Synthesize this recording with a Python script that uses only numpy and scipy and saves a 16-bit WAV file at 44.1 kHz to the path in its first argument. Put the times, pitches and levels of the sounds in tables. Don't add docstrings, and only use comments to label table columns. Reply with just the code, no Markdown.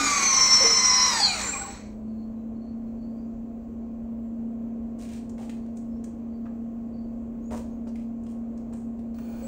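import sys
import numpy as np
from scipy import signal
from scipy.fft import rfft, irfft, next_fast_len
from scipy.io import wavfile

SR = 44100
rng = np.random.default_rng(int(sys.argv[2]) if len(sys.argv) > 2 else 0)


def wav_out(sig):
    wavfile.write(sys.argv[1], SR, np.round(np.clip(np.atleast_2d(sig).T, -1, 1) * 32767).astype(np.int16))


def ratio(d):
    e = np.asarray(d, float) / 20
    return 10 ** e


N = 417627
TIME = np.arange(N) / SR
LOADED_HZ = 1043
FIELD = 1.088
WAKE_S, TURN_S = 9.14, 9.425
# (frequency [Hz], level [dB])
CAPSULE = [(300, 7.5), (2200, -2), (3700, -5), (5200, -4), (7200, 1), (9000, -1.5), (10500, -14.5),
           (12500, -15), (15200, -7.5)]


def in_time(rows):
    s, *columns = np.transpose(rows)
    return [np.interp(TIME, s, c) for c in columns]


def ramp(start_s, length_s):
    return np.clip((TIME - start_s) / length_s, 0, 1)


def rms_one(x):
    return x / np.sqrt(np.mean(x ** 2) + 1e-20)


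def wander(rate_hz, size=N):
    r = np.exp(-2 * np.pi * rate_hz / SR)
    settle = 20000
    white = rng.standard_normal(size + settle)
    return rms_one(signal.lfilter([1], [1, -2 * r, r * r], white)[settle:])


def level_at(spectrum, at_hz):
    hz, db = np.transpose(spectrum)
    return np.interp(np.log(np.maximum(at_hz, 1)), np.log(hz), db)


def shaped(x, spectrum):
    size = next_fast_len(len(x))
    gain = ratio(level_at(spectrum, np.fft.rfftfreq(size, 1 / SR)))
    return irfft(rfft(x, size) * gain, size)[:len(x)]


def coloured(spectrum, size=N):
    return rms_one(shaped(rng.standard_normal(size), spectrum))


def resonate(x, hz, width_hz):
    r = np.exp(-np.pi * width_hz / SR)
    numerator = np.array([1, 0, -1]) * (1 - r * r) / 2
    return signal.lfilter(numerator, [1, -2 * r * np.cos(2 * np.pi * hz / SR), r * r], x)


def tone(hz, rough=0., rough_hz=60, flutter_db=0., flutter_hz=15):
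    size = len(hz)
    phase = 2 * np.pi * (np.cumsum(hz) / SR + rng.random())
    skirt = wander(rough_hz, size) * np.sin(phase) + wander(rough_hz, size) * np.cos(phase)
    flutter = ratio(flutter_db * wander(flutter_hz, size))
    return flutter * (np.sqrt(2) * np.sin(phase) + rough * skirt)


def frame(x, through_db):
    # (frequency [Hz], width [Hz], level [dB])
    modes = [(795, 35, 1), (1090, 90, 0), (1480, 60, -1), (2090, 120, -6), (2420, 110, 1), (3900, 200, -10),
             (4400, 120, -5), (5600, 200, -7), (6600, 500, -12), (7500, 500, -8)]
    out = ratio(through_db) * x
    for k, (hz, width_hz, db) in enumerate(modes):
        out = out + (-1) ** k * ratio(db) * resonate(x, hz, width_hz)
    return out


def hush():
    # (frequency [Hz], density [dB per Hz])
    density = [(1200, -27.5), (2000, -6), (2500, -3.5), (2900, -10), (3500, -18), (4300, -10), (5250, -16),
               (6000, -10), (7300, -8), (8600, -16), (9300, -41.5), (12000, -42), (13400, -15.5),
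               (15700, -8.5)]
    noise, edges = coloured(density), np.geomspace(1000, 16000, 15)
    out = np.zeros(N)
    for k, pair in enumerate(zip(edges, edges[1:])):
        band = signal.sosfilt(signal.butter(2, pair, "band", fs=SR, output="sos"), noise)
        out += (-1) ** k * band * ratio(1.1 * wander(3.5))
    return ratio(-74) * out


def birds():
    # (time [s], length [s], start frequency [Hz], end frequency [Hz], level [dB])
    calls = [(2.03, .12, 4400, 4380, -82), (2.13, .14, 4250, 4350, -81), (2.35, .07, 3900, 3950, -85),
             (2.54, .18, 4300, 4400, -78), (2.86, .05, 4210, 4200, -80), (2.95, .2, 4400, 4500, -81),
             (3.05, .2, 4650, 4700, -82), (4.2, .12, 7500, 7200, -85), (5.55, .13, 4500, 4500, -85),
             (5.88, .16, 5100, 5700, -86), (6.29, .12, 4550, 4600, -85), (6.9, .16, 4600, 4500, -81),
             (7.41, .09, 6500, 6950, -73), (7.62, .16, 6600, 6500, -77)]
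    out = np.zeros(N)
    for s, length, start_hz, end_hz, db in calls:
        size, at = round(length * SR), round(s * SR)
        glide_hz = np.linspace(start_hz, end_hz, size)
        whistle = tone(glide_hz, rough=2.0, rough_hz=120, flutter_db=3.5)
        out[at:at + size] += ratio(db) * np.hanning(size) ** .4 * whistle
    return out


def fan():
    blades = 7
    # (time [s], blade rate [Hz])
    speed = [(0, 198.2), (1.3, 199.6), (1.8, 212.2), (2.08, 220.3), (2.3, 223.9), (2.64, 227.4),
             (3.5, 228.8), (7, 230.2)]
    # (frequency [Hz], level [dB])
    housing = [(211, -48), (216, -38.5), (220, -31), (224, -35.5), (228.5, -35), (230, -34.5)]
    # (multiple of the shaft rate, level [dB])
    shaft = [(1, -58), (2, -57.5), (4, -59), (6, -68), (8, -49.5), (10, -64.5), (14, -66), (16, -64.5),
             (21, -64), (33, -72)]
    # (frequency [Hz], density [dB per Hz])
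    air = [(12, -53.5), (20, -20), (59, -9.5), (163, -22.5), (202, -14), (230, -11), (251, -15.5),
           (279, -13), (332, -19.5), (663, -24), (841, -34.5), (1070, -38), (1270, -43), (2130, -54.5),
           (3500, -61.5), (4550, -92.5), (7700, -120)]
    blade_hz, = in_time(speed)
    blade_db = level_at(housing, blade_hz)
    out = ratio(blade_db) * tone(blade_hz, rough=.12, rough_hz=6, flutter_db=.7, flutter_hz=1.5)
    for multiple, db in shaft:
        out += ratio(db) * tone(multiple * blade_hz / blades, rough=0.24, rough_hz=4.0)
    return out + ratio(-43.5 + 0.44 * wander(3.4)) * coloured(air)


def rings():
    # (time [s], frequency [Hz], peak level [dB], decay time T60 [s])
    blows = [
        (0, 277.6, -27, 0.48),
        (0, 1480, -28.5, 0.52),
        (1.2, 810, -22.5, .2),
        (0.64, 457.4, -21.5, .3),
        (.604, 533, -24, 0.16),
        (0.66, 685, -26, 0.089),
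        (7.5, 350, -40, 0.068),
        (7.5, 69, -32.5, 0.71),
        (7.5, 120, -40, 0.36),
        (9.42, 542, -40, 0.3),
    ]
    out = np.zeros(N)
    for s, hz, db, t60 in blows:
        age = np.maximum(TIME - s, 0)
        onset = np.minimum(age * hz / 2.4, 1)
        out += ratio(db - 60 * age / t60) * onset * np.sin(2 * np.pi * hz * age)
    return out


def scuffs():
    # (time [s], length [s], level [dB], centre frequency [Hz], width [octaves])
    slides = [(4.982, 0.11, -54.5, 3940, 4.1), (5.082, .12, -55, 3860, 3.9),
              (5.387, 0.038, -50.5, 660, 0.79), (5.385, 0.085, -57, 3000, 4.9),
              (5.493, 0.026, -58.5, 3500, 2.0), (5.522, .07, -66, 1800, 6.1),
              (6.455, 0.018, -54, 1090, 0.98), (5.02, 0.17, -63, 2380, 0.69), (5.754, .05, -70, 7500, 0.81),
              (7.508, 0.043, -39.5, 583, 0.98), (7.51, 0.082, -50, 3992, 12), (7.57, 0.053, -60, 580, 0.74),
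              (7.866, 0.016, -50.5, 500, 1.1), (7.87, .03, -61.5, 5203, 1.0),
              (7.972, 0.065, -66, 2570, 2.6), (8.284, 0.051, -63.5, 6500, 3.2),
              (8.725, 0.028, -57, 586, 2.2), (8.74, .1, -67.5, 7370, 1)]
    out, size = np.zeros(N), 2 ** 13
    for s, length, db, hz, octaves in slides:
        age = TIME[:size] / length
        shape = np.minimum(age / .12, 1) * ratio(-25 * np.maximum(age - .7, 0))
        band = [(hz / 16 ** octaves, -48), (hz, 0), (hz * 16 ** octaves, -48)]
        at = round(s * SR)
        out[at:at + size] += ratio(db + 3.2 * wander(120, size)) * shape * coloured(band, size)
    return out


def clicks():
    # (time [s], peak level [dB], pitch [Hz], share of 500-1500 Hz [dB])
    taps = [(4.9876, -44.5, 6900, -4), (5.2928, -40, 6750, -4), (5.3781, -43.5, 1910, 7.5),
            (5.4285, -43, 1820, -1), (5.4934, -32.5, 1950, -11), (5.5164, -49, 1930, -13.5),
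            (5.66, -53, 2060, 8), (5.7682, -39.5, 6820, -9), (6.039, -35.5, 6770, -9.5),
            (7.5058, -39, 1910, 4.5), (7.5454, -47, 6060, 7.5), (7.874, -48, 1990, -3),
            (7.955, -38.5, 2200, -14), (8.234, -50, 7180, -2), (8.263, -44, 2580, -6.5),
            (8.574, -46, 5400, 0), (8.732, -41, 8040, -5), (8.9892, -51, 1810, 6), (9.1425, -47, 3860, 5),
            (9.1833, -49, 2480, 20)]
    out, age = np.zeros(N), TIME[:2000]
    for s, db, hz, low_db in taps:
        burst = rng.standard_normal(len(age)) * np.minimum(age / .005, 1) * ratio(-60 * age / .035)
        bright = resonate(burst, hz, 1900) + ratio(-11) * burst
        dull = ratio(low_db - 9.5) * rms_one(resonate(burst, 900, 900))
        at = round(s * SR)
        out[at:at + len(age)] += ratio(db - 20.5) * (rms_one(bright) + dull)
    return out


def tooth_rate():
    # (time [s], drop [Hz])
    load_steps = [
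        (.65, 9),
        (.8, 15),
        (.88, 13.5),
    ]
    release_s, creep_hz = 1.078, 90
    hz = LOADED_HZ + 181 * (1 - ramp(0, .5)) ** 1.8
    hz = hz - sum(drop * ramp(s, .04) for s, drop in load_steps)
    free = np.maximum(TIME - release_s, 0)
    hz = hz - 974 * free - 943 * free ** 2
    return creep_hz * np.logaddexp(0, hz / creep_hz) + 1


def chopper_levels():
    # (pulling level [dB], braking level [dB], restarting level [dB])
    lines = [(-45, -47, -64), (-47, -39, -54), (-60, -48, -56), (-78.5, -64, -71.5)]
    brake_s, brake_rise_s, sleep_s = 1.12, .08, 1.62
    brake = ramp(brake_s, brake_rise_s)
    slowed = np.clip(1 - tooth_rate() / LOADED_HZ, 0, 1)
    kick_db = 10.5 * brake * np.exp(-np.maximum(TIME - brake_s - brake_rise_s, 0) / .07)
    fade_db = 149 * np.maximum(TIME - sleep_s, 0)
    shares, backs = [brake, brake, brake, slowed], [TURN_S, TURN_S, TURN_S, WAKE_S]
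    gains = []
    for (pull, hold, again), share, back in zip(lines, shares, backs):
        gains.append(ratio(pull + (hold - pull) * share - fade_db) + ratio(again) * ramp(back, .02))
    gains[0] = gains[0] * ratio(kick_db)
    return gains, slowed


def controller():
    (middle, low, high, octave), slowed = chopper_levels()
    first, awake = TIME < 5, ramp(WAKE_S, .02)
    chop_hz = np.where(first, 7780 + 66 * slowed, 7830)
    restart_field_hz = 3400 * np.maximum(TIME - TURN_S, 0)
    field_hz = np.where(first, FIELD * tooth_rate(), restart_field_hz)
    out = middle * tone(chop_hz, rough=0.17, flutter_db=3.5)
    out += low * tone(chop_hz - field_hz, rough=0.2, flutter_db=4)
    out += high * tone(chop_hz + field_hz, rough=0.11, flutter_db=2)
    out += octave * tone(2 * chop_hz - 60, rough=2.2, rough_hz=110)

    coil_s, coil_hz = 1.48, 4390
    coil = ratio(-52.5 - 42 * (TIME - coil_s)) * ramp(coil_s, .03) * (1 - ramp(1.86, .03))
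    coil = coil + ratio(-75) * awake
    out += coil * tone(np.full(N, coil_hz), rough=0.58)

    swell = np.exp(-np.maximum(TIME - WAKE_S, 0) / .1)
    hiss = awake * ratio(-48.5 - 13.5 * swell)
    noise = frame(coloured([(400, 4.5), (1500, -4.5), (8000, -11.5)]), through_db=-4)
    return out + hiss * rms_one(shaped(noise, CAPSULE))


def pump():
    # (multiple of the tooth rate, level [dB])
    teeth = [(1, 2), (2, -1), (3, -8), (4, 1), (6.05, -7), (7.1, -11), (8.05, -14), (1.8, -9), (4.53, -7),
             (1.2, -9)]
    # (multiple of the field rate, level [dB])
    poles = [(1, -43), (2, -44), (3, -34), (6, -32)]
    # (frequency [Hz], density [dB per Hz])
    rattle_density = [(88, -44), (150, -20), (222, -10.5), (689, -11.5), (1100, -3), (1690, -10.5),
                      (2100, -1.5), (2650, -13), (3550, -16), (4000, -3), (4860, -16.5), (5680, -3.5),
                      (7770, -10.5), (10200, -28.5), (16000, -33.5)]
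    # (time [s], rattle level [dB])
    effort = [(0, -29), (.3, -31), (1.0, -33), (1.12, -29), (1.28, -36), (1.45, -35), (1.75, -46.5),
              (1.93, -64.5), (2.0, -150)]
    # (frequency [Hz], level [dB])
    upper_case = [(3400, -55), (4250, -32), (4570, -19), (4950, -33), (5350, -55.5), (5640, -24),
                  (5950, -26), (6900, -36.5)]
    # (frequency [Hz], level [dB])
    lower_case = [(3500, -66), (3950, -32), (4200, -14.5), (4550, -27.5), (4950, -31.5), (5200, -23),
                  (5500, -25), (6400, -51)]
    upper, lower = 5.665, 5.21
    size = 2 * SR
    teeth_hz, rattle_db = tooth_rate()[:size], in_time(effort)[0][:size]
    octaves = np.log2(teeth_hz / LOADED_HZ)
    upper_db = level_at(upper_case, upper * teeth_hz) + 12 * octaves
    lower_db = level_at(lower_case, lower * teeth_hz) + 12 * octaves
    teeth_db = -33.5 + 13 * octaves
    teeth_hz = teeth_hz * (1 + .002 * wander(22, size))

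    out = ratio(upper_db) * tone(upper * teeth_hz, rough=.3, rough_hz=60, flutter_db=2.5, flutter_hz=18)
    out += ratio(lower_db) * tone(lower * teeth_hz, rough=.3, rough_hz=60, flutter_db=2.5, flutter_hz=18)
    for multiple, db in teeth:
        hz = multiple * teeth_hz
        casing_db = .55 * level_at(rattle_density, hz)
        partial = tone(hz, rough=.45, rough_hz=45, flutter_db=1.8, flutter_hz=20)
        out += ratio(teeth_db + db + casing_db) * partial

    force = sum(ratio(db) * tone(multiple * FIELD * teeth_hz, rough=.2) for multiple, db in poles)
    out += frame(frame(force * ratio(rattle_db + 38), through_db=-40), through_db=-40)

    rattle = coloured(rattle_density, size) * ratio(1.9 * wander(66, size))
    dull = signal.lfilter(*signal.butter(1, 2500, fs=SR), rattle)
    bright = np.clip(teeth_hz / 700, .35, 1)
    rattle = dull + bright * (rattle - dull)
    out += ratio(rattle_db) * rms_one(rattle + ratio(-3.0) * frame(rattle, through_db=-63))
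    return np.pad(out, (0, N - size))


def garage(x):
    t60_s, cut_hz = .42, 8000
    age = TIME[:SR // 2]
    white = rng.standard_normal(len(age))
    dull = signal.lfilter(*signal.butter(1, cut_hz, fs=SR), white)
    tail = dull * ratio(-60 * age / t60_s) + (white - dull) * ratio(-100 * age / t60_s)
    tail = tail * (age > .006)
    return signal.fftconvolve(x, tail / np.sqrt(np.sum(tail ** 2)))[:N]


def scene():
    far, hollow = birds(), rings()
    small = shaped(clicks() + scuffs(), CAPSULE)
    machine = pump() + controller()
    wet = garage(ratio(-7) * far + ratio(-7.0) * machine + ratio(-3.5) * small + ratio(-8) * hollow)
    return (machine + small + hollow + wet + fan() + hush() + ratio(-4.0) * far)[None]


def roll_off(x):
    return signal.sosfilt(signal.butter(12, 16150, fs=SR, output="sos"), x)


def record(dry):
    # (frequency [Hz], level [dB])
    band_top = [(15690, 0), (15740, -40)]
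    mix = shaped(dry[0], band_top)[None]
    return roll_off(mix)


dry = scene()
out = record(dry)
wav_out(out)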